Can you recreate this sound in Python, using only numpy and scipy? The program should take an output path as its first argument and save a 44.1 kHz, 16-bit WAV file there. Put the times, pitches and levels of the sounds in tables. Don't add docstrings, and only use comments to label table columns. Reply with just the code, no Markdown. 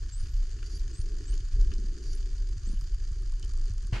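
import sys
import numpy as np
from scipy import signal
from scipy.fft import rfft, irfft, next_fast_len
from scipy.io import wavfile
from scipy.ndimage import uniform_filter1d

SR = 44100
rng = np.random.default_rng(int(sys.argv[2]) if len(sys.argv) > 2 else 0)


def file_out(sig):
    cols = np.atleast_2d(sig).T
    lim = np.clip(cols, -1, 1)
    pcm = np.round(lim * 32767).astype(np.int16)
    wavfile.write(sys.argv[1], SR, pcm)


N = 176400
T = np.arange(N) / SR


def from_db(db):
    return 10 ** (np.asarray(db) / 20)


def unit_rms(x):
    return x / np.sqrt(np.mean(x ** 2) + 1e-20)


def in_time(rows):
    time_s, *columns = np.transpose(rows)
    return [np.interp(T, time_s, column) for column in columns]


def gate(rows, edge_s=.003):
    inside_s = np.minimum(T - rows[0][0], rows[-1][0] - T)
    return np.clip(inside_s / edge_s + .5, 0, 1)


def colour(x, points, share=1):
    size = next_fast_len(x.shape[-1] + 4096, real=True) * 2
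    hz, db = np.transpose(points)
    grid_hz = np.maximum(np.arange(size // 2 + 1) * SR / size, 1)
    gain = from_db(share * np.interp(np.log(grid_hz), np.log(hz), db))
    cepstrum = irfft(np.log(gain))
    cepstrum[1:size // 2] *= 2
    cepstrum[size // 2 + 1:] = 0
    return irfft(rfft(x, size) * np.exp(rfft(cepstrum)))[..., :x.shape[-1]]


def drift(rate_hz):
    hz = np.arange(N // 2 + 1) * SR / N
    return unit_rms(irfft(rfft(rng.standard_normal(N)) / (1 + (hz / rate_hz) ** 2) ** 2, N))


def stereo_noise(side_db=-10):
    mid, side = rng.standard_normal((2, N))
    return mid + from_db(side_db) * np.array([side, -side])


def impulses(rows):
    start_s, level_db = np.transpose(rows)
    return np.bincount(np.clip(start_s * SR, 0, N - 1).astype(int), from_db(level_db), N)


def soften(x, cutoff_hz):
    return signal.sosfilt(signal.butter(2, cutoff_hz, fs=SR, output="sos"), x)


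def ring(x, pitch_hz, t60_s):
    decay, step = from_db(-60 / (t60_s * SR)), 2 * np.pi * pitch_hz / SR
    return signal.lfilter([0, np.sin(step)], [1, -2 * decay * np.cos(step), decay * decay], x + 1e-18)


def scatter(hits, t60_s):
    decay = from_db(-120 / (t60_s * SR))
    power = signal.lfilter([1], [1, -decay], hits ** 2 + 1e-20)
    return np.sqrt(power) * stereo_noise()


# freq_hz, tilt_db
HOUSING_TILT = [(800, 4.5), (1080, -23), (1350, 7), (3500, 8), (4200, -8), (5600, -1.5), (6950, 1.5),
                (9000, 2.5), (9700, 15), (12000, -3.5)]


def housing(x):
    left = colour(x[0], HOUSING_TILT, share=0.47)
    right = colour(x[1], HOUSING_TILT, share=-0.3)
    return np.array([left, right])


# freq_hz, gain_db
SEA_SPECTRUM = [(950, -15.5), (1200, -7.5), (1750, -5), (2080, -14), (2350, -10.5), (2780, -13), (3000, -7),
                (3250, -11.5), (4050, -9.5), (4650, 0.5), (5000, 0), (5300, -9), (6200, -3), (6950, -4),
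                (7400, -9.5), (8300, -16), (9650, -20.5), (10500, -30.5), (12200, -30), (15500, -66)]


def sea():
    snaps_per_s, spread_db, fade_db_per_s = 320, 7, 0.45
    hits = rng.random(N) < snaps_per_s / SR
    strength = from_db(spread_db * np.minimum(rng.exponential(1, N), 2))
    crackle = from_db(-60) * unit_rms(colour(scatter(hits * strength, t60_s=0.028), SEA_SPECTRUM))
    fizz = from_db(-61.5) * unit_rms(colour(stereo_noise(), SEA_SPECTRUM))
    return (crackle + fizz) * from_db(-fade_db_per_s * (T - T.mean()))


# time_s, level_db
RUMBLE_SWELL = [(.14, -33), (.35, -25.5), (.6, -33.5), (1.0, -29), (1.24, -33.5), (1.36, -24.5),
                (1.48, -33.5), (1.57, -21.5), (1.7, -21.5), (1.95, -34), (2.17, -28), (2.63, -28.5),
                (3.25, -30), (3.66, -26.5), (3.8, -31.5)]
# freq_hz, gain_db
RUMBLE_SPECTRUM = [(12, -31.5), (24, -2), (35, -2), (60, -18), (150, -48), (1500, -140)]
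# freq_hz, gain_db
CHURN_SPECTRUM = [(65, 0), (115, -5.5), (155, -25.5), (1500, -120)]


def eddies():
    pressure = colour(stereo_noise(side_db=-33.5), RUMBLE_SPECTRUM)
    pressure /= np.sqrt(uniform_filter1d(pressure[0] ** 2, size=11000))
    swell_db, = in_time(RUMBLE_SWELL)
    rumble = from_db(swell_db + 0.5) * pressure
    churn = from_db(-43) * unit_rms(colour(stereo_noise(side_db=-33.5), CHURN_SPECTRUM))
    return rumble + churn


# time_s, level_db
WASH_SWELL = [(.45, -67), (.66, -58), (1.3, -53.5), (1.51, -66), (1.58, -53), (2.12, -54), (2.35, -65),
              (3.5, -61)]
# freq_hz, gain_db
WASH_SPECTRUM = [(160, -5.5), (250, -4), (320, 2), (415, 1.5), (462, -15), (700, -31.5), (5000, -100)]


def wash():
    swell_db, = in_time(WASH_SWELL)
    depth_db = 2.5 + 0.31 * (swell_db.max() - swell_db)
    gurgle_db = depth_db * np.minimum(drift(rate_hz=18), 1)
    flow = unit_rms(colour(stereo_noise(side_db=-10.5), WASH_SPECTRUM))
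    return from_db(swell_db + gurgle_db) * flow


# time_s, pitch_hz, level_db
WHISTLE_CURVES = [
    [(.119, 7400, -53.5), (.14, 7610, -54), (.186, 8700, -60), (.22, 9650, -68.5), (.278, 10850, -81),
     (.345, 12000, -73), (.402, 12600, -88)],
    [(.752, 9700, -58), (.766, 9900, -66), (.787, 12500, -77), (.838, 15300, -90)],
    [(.938, 7500, -56.5), (.962, 8100, -63), (.986, 8450, -60.5), (1.018, 9480, -63), (1.04, 10250, -83)],
    [(1.255, 6980, -62), (1.304, 8540, -58), (1.326, 9440, -68), (1.36, 10350, -72)],
    [(2.148, 9150, -64), (2.154, 9470, -54), (2.162, 11500, -76), (2.235, 15300, -86)],
    [(2.645, 5930, -54.5), (2.682, 8200, -64), (2.72, 9270, -67), (2.76, 10460, -81), (2.82, 12050, -76),
     (2.875, 12900, -90)],
]


def whistles():
    fold_hz, echo_decay_s, pan_db = 12000, 0.0086, 2
    waver_hz = 40 * drift(rate_hz=300)
    flutter = from_db(-0.5 + 2 * drift(rate_hz=150))
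    tones = 0
    for curve in WHISTLE_CURVES:
        pitch_hz, level_db = in_time(curve)
        phase = 2 * np.pi * np.cumsum(pitch_hz + waver_hz) / SR
        sweep = from_db(level_db) * np.sin(phase)
        alias = from_db(-89) * np.sin(2 * np.pi * 2 * fold_hz * T - phase)
        tones += np.sqrt(2) * gate(curve) * flutter * (sweep + alias)
    paths = stereo_noise() * np.exp(-T / echo_decay_s)
    echoes = signal.fftconvolve(tones[None], paths / np.linalg.norm(paths[0]), axes=1)[:, :N]
    return (tones + from_db(-6) * echoes) * from_db([[pan_db], [-pan_db]])


# start_s, level_db
GULP_HITS = [(.228, -31.5), (.988, -30), (1.305, -37), (1.404, -32), (1.56, -34.5), (2.398, -38),
             (2.565, -29.5), (2.822, -32.5), (3.112, -31.5), (3.699, -27), (3.848, -30)]


def gulps():
    pushes = soften(impulses(GULP_HITS), cutoff_hz=238)
    return ring(pushes, pitch_hz=94, t60_s=0.11)


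# start_s, level_db
POP_HITS = [(.2558, -49), (.5871, -52), (.6275, -45.5), (1.3269, -47.5), (1.7165, -43)]
# freq_hz, gain_db
POP_SPECTRUM = [(600, -34), (1300, -0.5), (1750, -0.5), (2100, -11.5), (3000, 3.5), (3300, -10),
                (12000, -37)]


def pops():
    return from_db(6.5) * colour(scatter(impulses(POP_HITS), t60_s=0.063), POP_SPECTRUM)


# start_s, level_db
SNAP_HITS = [(.27, -46), (.362, -53), (.7956, -43.5), (1.0146, -46), (1.3399, -44.5), (1.3773, -41),
             (1.6122, -41.5), (1.737, -39), (1.7818, -47), (3.4271, -40.5)]
# freq_hz, gain_db
SNAP_SPECTRUM = [(1200, -32), (3700, -5.5), (4600, 6.5), (6600, 1.5), (9700, -18), (15000, -45)]


def snaps():
    return from_db(2.5) * colour(scatter(impulses(SNAP_HITS), t60_s=.02), SNAP_SPECTRUM)


# time_s, level_db
BUZZ_CURVES = [
    [(.65, -67), (.665, -51), (.686, -70), (.70, -56), (.755, -55), (.778, -57)],
    [(2.02, -61), (2.075, -56.5), (2.12, -56), (2.133, -47.5), (2.148, -63)],
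]
# freq_hz, gain_db
RASP_SPECTRUM = [(4100, -34.5), (4600, -20.5), (5550, 4.5), (6900, 4.5), (8000, -19), (9700, -9),
                 (15000, -44)]


def buzzes():
    clicks_per_s = 750 * np.exp(0.089 * drift(rate_hz=60))
    cycles = np.cumsum(clicks_per_s) / SR
    pulses = np.diff(np.floor(cycles), prepend=0) * from_db(2 * drift(rate_hz=270))
    source = unit_rms(pulses) + from_db(-5.5) * unit_rms(scatter(pulses, t60_s=0.003))
    core = unit_rms(ring(source, pitch_hz=4690, t60_s=.018))
    rasp = from_db(-3) * unit_rms(colour(source, RASP_SPECTRUM))
    envelope = sum(from_db(in_time(curve)[0]) * gate(curve) for curve in BUZZ_CURVES)
    return envelope * (core + rasp)


# start_s, level_db
PLINK_HITS = [(1.4014, -54), (2.7488, -60), (2.771, -60), (2.9289, -61.5), (3.4273, -51)]


def plinks():
    bursts = scatter(impulses(PLINK_HITS), t60_s=0.063)
    return from_db(-15.5) * ring(bursts, pitch_hz=3020, t60_s=.018)


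# start_s, level_db
KNOCK_HITS = [(1.708, -43), (1.786, -42), (1.841, -43.5), (2.672, -43.5), (2.695, -41.5), (2.732, -41)]
# pitch_hz, gain_db, t60_s
KNOCK_RESONANCES = [(196.6, 5.5, 0.064), (370, 2.5, 0.018)]


def knocks():
    blows = soften(impulses(KNOCK_HITS), cutoff_hz=487)
    return sum((-1) ** k * from_db(gain_db) * ring(blows, pitch_hz, t60_s)
               for k, (pitch_hz, gain_db, t60_s) in enumerate(KNOCK_RESONANCES))


# start_s, level_db
SONAR_HITS = [(2.339, -61), (2.389, -61), (2.491, -54), (2.729, -54), (2.8109, -50.5), (2.946, -54.5),
              (3.1193, -52), (3.2221, -53), (3.3219, -52), (3.3967, -53), (3.4486, -51.5), (3.4935, -55),
              (3.5364, -52.5), (3.5758, -53), (3.6152, -51.5), (3.6561, -54.5), (3.6965, -53),
              (3.7374, -54.5), (3.7808, -51.5), (3.8262, -51.5), (3.8706, -52)]
# freq_hz, gain_db
SONAR_SPECTRUM = [(2000, -24), (5000, 8.5), (9500, 1.5), (10800, -8.5), (15000, -32)]


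def sonar():
    ping_hz, ping_lag_s = 1177, 0.002033
    hits = impulses(SONAR_HITS)
    ticks = colour(scatter(hits, t60_s=0.0046), SONAR_SPECTRUM)
    late_hits = np.interp(T - ping_lag_s, T, hits)
    pings = ring(scatter(late_hits, t60_s=.02), ping_hz, t60_s=0.0094)
    octave = signal.butter(2, [ping_hz / np.sqrt(2), ping_hz * np.sqrt(2)], "band", fs=SR, output="sos")
    return from_db(8) * housing(ticks) + from_db(-15) * signal.sosfilt(octave, pings)


# freq_hz, gain_db
SPLASH_SPECTRUM = [(410, 10), (540, 2), (1250, 6), (3000, 5), (3500, -5), (4600, -3), (7500, -14.5),
                   (15000, -40)]


def splash():
    start_s, attack_s, hold_s, fall_db_per_s = 3.926, 0.0046, 0.035, 159
    age_s = T - start_s
    rise = np.clip(age_s / attack_s, 0, 1)
    fall = from_db(-fall_db_per_s * np.maximum(age_s - hold_s, 0))
    rush = from_db(-39) * unit_rms(colour(stereo_noise(side_db=-6.5), SPLASH_SPECTRUM))
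    thump = ring(impulses([(start_s, -19)]), pitch_hz=109.3, t60_s=0.1)
    return rise * fall * rush - thump


def scene():
    crackle_and_buzz = housing(buzzes() + snaps() + pops() + plinks() + sea())
    return crackle_and_buzz + sonar() + whistles() + eddies() + wash() + gulps() + knocks() + splash()


def record(dry):
    stop_hz = 16200
    return signal.sosfilt(signal.cheby2(16, 70, stop_hz, fs=SR, output="sos"), dry)


dry = scene()
out = record(dry)
file_out(out)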